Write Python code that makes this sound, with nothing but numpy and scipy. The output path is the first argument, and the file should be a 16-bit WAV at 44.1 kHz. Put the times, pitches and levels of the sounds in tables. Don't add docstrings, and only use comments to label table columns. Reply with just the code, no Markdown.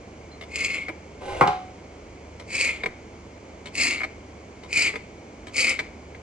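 import sys
import numpy as np
from scipy import signal
from scipy.fft import rfft, irfft, next_fast_len
from scipy.io import wavfile
from scipy.ndimage import map_coordinates

SR = 44100
rng = np.random.default_rng(int(sys.argv[2]) if len(sys.argv) > 2 else 0)


def transcribe(u):
    v = np.clip(np.atleast_2d(u).T, -1, 1)
    q = np.round(v * 32767).astype(np.int16)
    wavfile.write(sys.argv[1], SR, q)


N = 274281

# hz, relative_db
RASP_SPECTRUM = [(30, -46), (140, -24.5), (330, -18), (650, -21.5), (900, -29.5), (1150, -20), (1600, -25),
                 (1950, -17.5), (2160, 2), (2330, -3.5), (2550, -31), (2800, -15.5), (3700, -26),
                 (7000, -58)]
# hz, relative_db
EDGE_SPECTRUM = [(1200, -53), (2100, -15), (2320, -8.5), (2480, -9), (2620, -12.5), (2800, -22),
                 (3500, -36.5), (6000, -58)]
# hz, relative_db
TEAR_SPECTRUM = [(1500, -47), (2800, -11.5), (3200, -5), (3700, -21.5), (4200, 1.5), (5000, 3), (5450, -6),
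                 (5850, -12), (6500, -1), (7300, -2), (8500, -8), (10000, -16), (11500, -26.5),
                 (14000, -61)]

LIFT_S = 0.0074
LEFT_RIGHT = np.array([[1], [-1]])


def amp(db):
    return 10 ** (np.asarray(db) / 20)


def unit(x):
    return x / np.sqrt(np.mean(x ** 2) + 1e-20)


def along(points, hz):
    point_hz, value = np.transpose(points)
    return np.interp(np.log(hz + 1), np.log(point_hz + 1), value)


def wobble(rate):
    knots = rng.standard_normal(N // 20)
    return map_coordinates(knots, [np.arange(N) * rate / SR], mode="wrap")


def filtered(x, response):
    size = next_fast_len(N + SR // 2)
    hz = np.fft.rfftfreq(size, 1 / SR)
    return irfft(rfft(x, size) * response(hz), size)[..., :N]


def through(x, response):
    return signal.fftconvolve(np.atleast_2d(x), np.atleast_2d(response), axes=1)[:, :N]


def colour(points, size=4096):
    gain = amp(along(points, np.fft.rfftfreq(size, 1 / SR)))
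    cepstrum = irfft(np.log(gain))
    h = irfft(np.exp(rfft(2 * cepstrum[:size // 2], size)))
    return h / np.abs(h).max()


def ringing(modes):
    t = np.arange(SR // 10) / SR
    h = 0
    for k, (hz, width_hz, db) in enumerate(modes):
        decay = np.exp(-np.pi * width_hz * t)
        h = h + (-1) ** k * amp(db) * width_hz * decay * np.sin(2 * np.pi * hz * t)
    h = h * (1 - np.exp(-t / 0.00018))
    return h / np.abs(h).max()


def blows(times, levels_db, grit=0., life_s=.004, push=0.97):
    out = np.zeros(N + SR)
    t = np.arange(SR // 20) / SR
    envelope = np.exp(-t / life_s) * (1 - np.exp(-t / 0.00021))
    for contact_s, db in zip(times, levels_db):
        crunch = grit * rng.standard_normal(len(t)) * envelope
        out[round(contact_s * SR):][:len(t)] += amp(db) * (push * (t == 0) + crunch)
    return out[:N]


def grains(rate, spread_db):
    moments = rng.random(N) < rate / SR
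    signs = np.sign(rng.standard_normal(N))
    sizes = amp(spread_db * np.clip(rng.standard_normal(N), -2, 2))
    return unit(moments * signs * sizes)


def bent(x, lag):
    return filtered(x, lambda hz: np.exp(-2j * np.pi * lag * (2 * np.sqrt(1000 * hz) - hz / 2)))


def diffuse(pair):
    # hz, likeness (1 = identical)
    likeness = [(100, 1), (300, 0.96), (600, 1), (1200, 0.055), (2300, 0.71), (5000, 0.54)]

    def mid_side_gains(hz):
        turn = np.arccos(np.clip(along(likeness, hz), -1, 1)) / 2
        return np.array([np.cos(turn), np.sin(turn)])

    mid, side = filtered(pair, mid_side_gains)
    return np.array([mid + side, mid - side])


def echo(x, decay, count=14):
    x = np.atleast_2d(x)
    out = np.zeros((2, N + SR))
    for part in np.array_split(np.arange(N), count):
        hz, t, z = signal.stft(rng.standard_normal((2, SR // 2)), SR, nperseg=256)
        t60 = along(decay, hz)[:, None]
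        tail = signal.istft(z * np.exp(-np.log(1000) * t / t60), SR, nperseg=256)[1]
        wet = signal.fftconvolve(x[:, part], tail / np.linalg.norm(tail[0]), axes=1)
        out[:, part[0] + SR // 1000:][:, :wet.shape[1]] += wet
    return out[:, :N]


def placed(x, near_db, room_db):
    # hz, t60_s
    counter_decay = [(200, 0.047), (2000, 0.029), (10000, 0.069)]
    # hz, t60_s
    kitchen_decay = [(150, 0.25), (800, 0.33), (3000, 0.47), (10000, 0.33)]
    near = amp(near_db) * echo(x, counter_decay)
    room = amp(room_db) * echo(x, kitchen_decay)
    return x + diffuse(near + room)


def gesture(start, rise, hold, release, entry_db, sag_db=0., ease_db=0., curve=0.9):
    t = np.arange(N) / SR - start
    progress = lambda begin, length: np.clip((t - begin) / length, 0, 1)
    db = -entry_db * (1 - progress(0, rise)) ** curve
    db = db - sag_db * progress(rise, hold)
    db = db - ease_db * progress(rise + hold, release)
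    outside_s = np.maximum(np.maximum(-t, t - rise - hold - release), 0)
    return amp(db) * np.exp(-outside_s / LIFT_S)


def air(spectrum, lean_db):
    noise = filtered(rng.standard_normal((2, N)), lambda hz: amp(along(spectrum, hz)))
    return unit(diffuse(noise) * amp(lean_db * LEFT_RIGHT))


def fan():
    # hz, rms_db
    motor_hum = [(74.6, -52), (76.2, -84), (100, -59), (175, -66.5), (441, -64)]
    # hz, relative_db
    draught_spectrum = [(20, -42), (36, -27), (48, 3), (65, -8.5), (100, -2), (135, -7), (200, -3.5),
                        (400, -3), (600, -7), (1000, -14), (1600, -21), (2600, -28), (5000, -58)]
    # hz, relative_db
    hiss_spectrum = [(1000, -12.5), (1800, -11.5), (2230, 3), (2600, -8.5), (3100, -8), (3700, -15.5),
                     (4400, -12), (5200, -13), (6600, -11), (8500, -23.5), (9700, -29), (11000, -70)]
    t = np.arange(N) / SR
    hum = 0
    for hz, db in motor_hum:
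        level = np.sqrt(2) * amp(db + 2.2 * wobble(7))
        hum = hum + level * np.sin(2 * np.pi * hz * t + .5 * wobble(3))
    draught = amp(-44.5 + 0.16 * wobble(7)) * air(draught_spectrum, lean_db=-0.95)
    hiss = amp(-54.5) * air(hiss_spectrum, lean_db=0.5)
    return hum + draught + hiss


def tub():
    # hz, relative_db, t60_s, left_minus_right_db
    tub_modes = [(145, -15, 0.11, 0.5), (245, -26.5, 0.2, -7), (389, -12, 0.14, -10), (411, -7, 0.12, -10),
                 (476, -23, 0.11, -9), (568, -12.5, 0.15, -4), (741, -9, .52, -1), (812, 0, .21, 0),
                 (871, -11, .2, -2), (1032, -11, .22, 8), (1320, -24, 0.19, 7), (1274, -16, 0.1, 4),
                 (1440, -17, 0.16, -8), (1516, -6.5, 0.058, -3), (1630, -46, 0.054, -6),
                 (2143, -22, 0.31, 20), (2400, -20, 0.11, 12), (2740, -26, .12, 1)]
    # contact_s, ring_db, thump_db, click_db
    tub_knocks = [(1.219, -43, -38, -56), (1.4098, -15, -4.5, -48), (1.4136, -24, -20, -52),
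                  (1.4234, -29, -12, -44), (1.4651, -27, -36, -54), (1.4738, -42, -36, -17),
                  (1.4774, -18, -32, -38)]
    # hz, relative_db
    thump_spectrum = [(25, -59), (70, -23), (110, -4), (150, 2), (200, -3.5), (290, -11), (390, 0.5),
                      (600, -4.5), (850, 2.5), (1550, -4.5), (1900, -17), (2300, -9), (3000, -26.5),
                      (6000, -36.5), (13000, -49)]
    # hz, relative_db
    click_spectrum = [(300, -79), (1500, -18.5), (3000, 6), (4300, 0), (6000, -10), (8000, -12),
                      (10000, -22), (12000, -28), (15000, -56)]
    # hz, relative_db
    scuff_spectrum = [(100, -5), (250, -13), (580, 9.5), (830, -15), (1100, -6.5), (1800, -13.5),
                      (2150, -8.5), (2600, -11.5), (3700, -16.5), (5000, -23), (8000, -27), (11000, -34.5),
                      (14000, -74)]
    slide_start_s, slide_rise_s, slide_length_s = 1.216, .09, 0.177
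    slide_db, slide_swell_db = -35.5, 6.5

    t = np.arange(SR) / SR
    body = 0
    for hz, db, t60, left_minus_right_db in tub_modes:
        gain = amp(db + left_minus_right_db * LEFT_RIGHT / 2)
        body = body + gain * np.exp(-np.log(1000) * t / t60) * np.sin(2 * np.pi * hz * t)
    body = body * (1 - np.exp(-t / 0.0004))

    s, ring_db, thump_db, click_db = np.transpose(tub_knocks)
    ring = bent(through(blows(s, ring_db), body), lag=0.00203)
    dull_blows = blows(s, thump_db - 1.5, grit=0.17, life_s=0.0091, push=1.5)
    thump = bent(through(dull_blows, colour(thump_spectrum)), lag=0.002954)
    sharp_blows = blows(s, click_db - 4, grit=0.28, life_s=0.0025, push=0.16)
    click = through(sharp_blows, colour(click_spectrum))

    judder = grains(rate=1500, spread_db=4.5)
    scuff = amp(-0.5) * unit(through(judder, colour(scuff_spectrum)))
    hollow_scrape = amp(-2) * unit(through(judder, body))
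    push = gesture(slide_start_s, slide_rise_s, slide_length_s - slide_rise_s, LIFT_S, slide_swell_db)
    slide = amp(slide_db) * push * (scuff + hollow_scrape)
    hollow = placed(ring, near_db=-22, room_db=-17)
    return hollow + placed(thump + click + slide, near_db=-2.5, room_db=-1.0)


def ting():
    # contact_s, pitch_hz, drive_db, t60_s
    steel_touch = (0.313, 4150, -53, .16)
    s, hz, db, t60 = steel_touch
    t = np.arange(SR // 2) / SR
    ring = np.sin(2 * np.pi * hz * t) * np.exp(-np.log(1000) * t / t60)
    return through(blows([s], [db]), ring)


def taps(rows, gap_s, settle_db, count=3):
    # hz, width_hz, relative_db
    blade_modes = [(1585, 380, -15.5), (2204, 330, -0.5), (2300, 320, -1.5)]
    # hz, width_hz, relative_db
    board_modes = [(327, 223, 0.5), (440, 175, 3.5), (760, 113, -4.5), (998, 29, -1.5), (1285, 85, -5.5)]
    # hz, relative_db
    click_spectrum = [(300, -79), (1500, -18.5), (3000, 6), (4300, 0), (6000, -10), (8000, -12),
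                      (10000, -22), (12000, -28), (15000, -56)]
    contacts = []
    for s, db, loss_db, thud_db, click_db in rows:
        for k in range(count):
            contacts.append((s + k * gap_s, db - k * loss_db, thud_db + k * settle_db, click_db))
    s, db, thud_db, click_db = np.transpose(contacts)
    blade = through(blows(s, db - 6.5), ringing(blade_modes))
    board = through(blows(s, db + thud_db + 1.0), ringing(board_modes))
    gritty_blows = blows(s, db + click_db + 2.5, grit=0.2, life_s=0.0019, push=0.1)
    click = through(gritty_blows, colour(click_spectrum))
    return bent(blade + board, lag=0.002063) + click


def snaps():
    # contact_s, jolt_db, crispness_db (relative to the jolt)
    tough_fibres = [(0.5576, -10.5, -9), (0.647, -7.5, -9.5), (0.7449, -11.5, -14), (2.5529, -15.5, -3),
                    (2.611, -4, -13), (3.7537, -13.5, -6.5), (3.9094, -5.5, -14), (4.7289, -9.5, -10),
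                    (5.5653, -17.5, 1.5), (5.5932, -6, -20), (5.646, -7, -24), (5.694, -9, -2)]
    s, db, crisp_db = np.transpose(tough_fibres)
    crackle = blows(s, db + crisp_db + 0.5, grit=0.34, life_s=0.0015, push=0.14)
    jolt = blows(s, db - 6.0)
    blade = through(jolt, colour(EDGE_SPECTRUM)) + amp(-12) * through(jolt, colour(RASP_SPECTRUM))
    return blade + through(crackle, colour(TEAR_SPECTRUM))


def strokes():
    # start_s, sinking_s, cutting_s, easing_s, bite (curve exponent, 1 = even swell),
    # pressure_db (on the blade, before unevenness), crispness_db (relative to the pressure)
    slices = [(0.48, 0.14, 0.15, 0.15, 2, -26.5, -12), (2.465, 0.16, 0.072, 0.14, 3.1, -23, -10),
              (3.729, 0.13, 0.054, 0.14, 3.6, -20, -7.5), (4.687, 0.13, 0.062, 0.052, 2.52, -19.5, -9),
              (5.525, 0.089, 0.1, 0.067, 2.7, -20.5, -7.5)]
    entry_db = 34.5
    sag_db, base_ease_db = 2, 17
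    rasp_grows_db = 1.5
    grip_cut_db, grip_ease_db = 1, 29
    dull_cut_db, dull_ease_db = 7.5, 12
    pressure = free_ring = crispness = 0
    for *timing, bite, db, crisp_db in slices:
        def fading(cut_db, ease_db):
            return amp(db) * gesture(*timing, entry_db, sag_db + cut_db, base_ease_db + ease_db, bite)

        pressure = pressure + fading(-rasp_grows_db, 0)
        free_ring = free_ring + fading(grip_cut_db, grip_ease_db)
        crispness = crispness + amp(crisp_db) * fading(dull_cut_db, dull_ease_db)
    return pressure, free_ring, crispness


def slicing():
    uneven = amp(0.9 * wobble(60))
    pressure, free_ring, crispness = np.array(strokes()) * uneven
    clumps = np.tanh(wobble(230))
    fibres = grains(rate=2200, spread_db=4.5)
    rasp = unit(through(fibres * amp(0.87 * clumps), colour(RASP_SPECTRUM)))
    edge_grains = grains(rate=2200, spread_db=4.5)
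    edge = unit(through(edge_grains * amp(0.43 * clumps), colour(EDGE_SPECTRUM)))
    fine_fibres = fibres + 0.4 * grains(rate=9000, spread_db=2)
    tear = unit(through(fine_fibres * amp(3.4 * clumps), colour(TEAR_SPECTRUM)))
    return amp(-6) * pressure * rasp + amp(-5) * free_ring * edge + amp(0.63) * crispness * tear


def scene():
    # contact_s, blade_db, loss_per_rebound_db,
    # thud_db and click_db (relative to the blade)
    light_touches = [(0.4105, -28, 2.5, -9, -6.5), (2.3973, -31, 5.5, -4.5, -5.5),
                     (3.657, -25.5, 4.5, -11, -4.5), (4.634, -35, 3, -5, -7), (5.469, -30, 6, -6, -4.5),
                     (6.1469, -28, 12, -16, -19)]
    board_landings = [(0.883, -16.5, 3.5, -15, -22), (2.835, -11.5, 23, -13.5, -19.5),
                      (2.8587, -9.5, 16, -14, -17.5), (4.004, -17, 18, -21.5, -38),
                      (4.015, -15, 33, -16.5, -26), (4.0327, -13, 3, -20.5, -19),
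                      (4.9375, -21, 12, -8.5, -25), (4.956, -15.5, 11, -12, -18),
                      (5.7902, -8.5, 5.5, -19, -16.5)]
    # hz, left_minus_right_db
    knife_lean = [(100, -1), (350, -2.5), (640, -10), (900, 6.5), (1200, 5.5), (2100, 4), (2600, 1.5),
                  (3800, 2), (6800, 0.5)]
    contacts = taps(light_touches, gap_s=.012, settle_db=1)
    contacts = contacts + taps(board_landings, gap_s=.0065, settle_db=4.5) + ting()
    knife = placed(slicing() + snaps(), near_db=-2.0, room_db=-11.5)
    knife = knife + placed(contacts, near_db=5.5, room_db=-9.5)
    knife = filtered(knife, lambda hz: amp(along(knife_lean, hz) * LEFT_RIGHT / 2))
    return knife + tub() + fan()


def record(dry):
    # hz, left_lead_rad
    port_phase = [(100, 0.047), (300, 0.12), (520, 0.81), (860, 0.82), (1290, -1.5), (2000, -0.55),
                  (2760, -0.99), (6000, -1.6)]
    # hz, gain_db
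    microphone_response = [(11500, 0), (13500, -12.5), (16000, -17)]
    ceiling, top_hz = .92, 15800
    heard = filtered(dry, lambda hz: np.exp(1j * along(port_phase, hz) * LEFT_RIGHT / 2))
    heard = heard / (1 + np.abs(heard / ceiling) ** 10) ** (1 / 10)
    return filtered(heard, lambda hz: amp(along(microphone_response, hz)) * (hz < top_hz))


dry = scene()
out = record(dry)
transcribe(out)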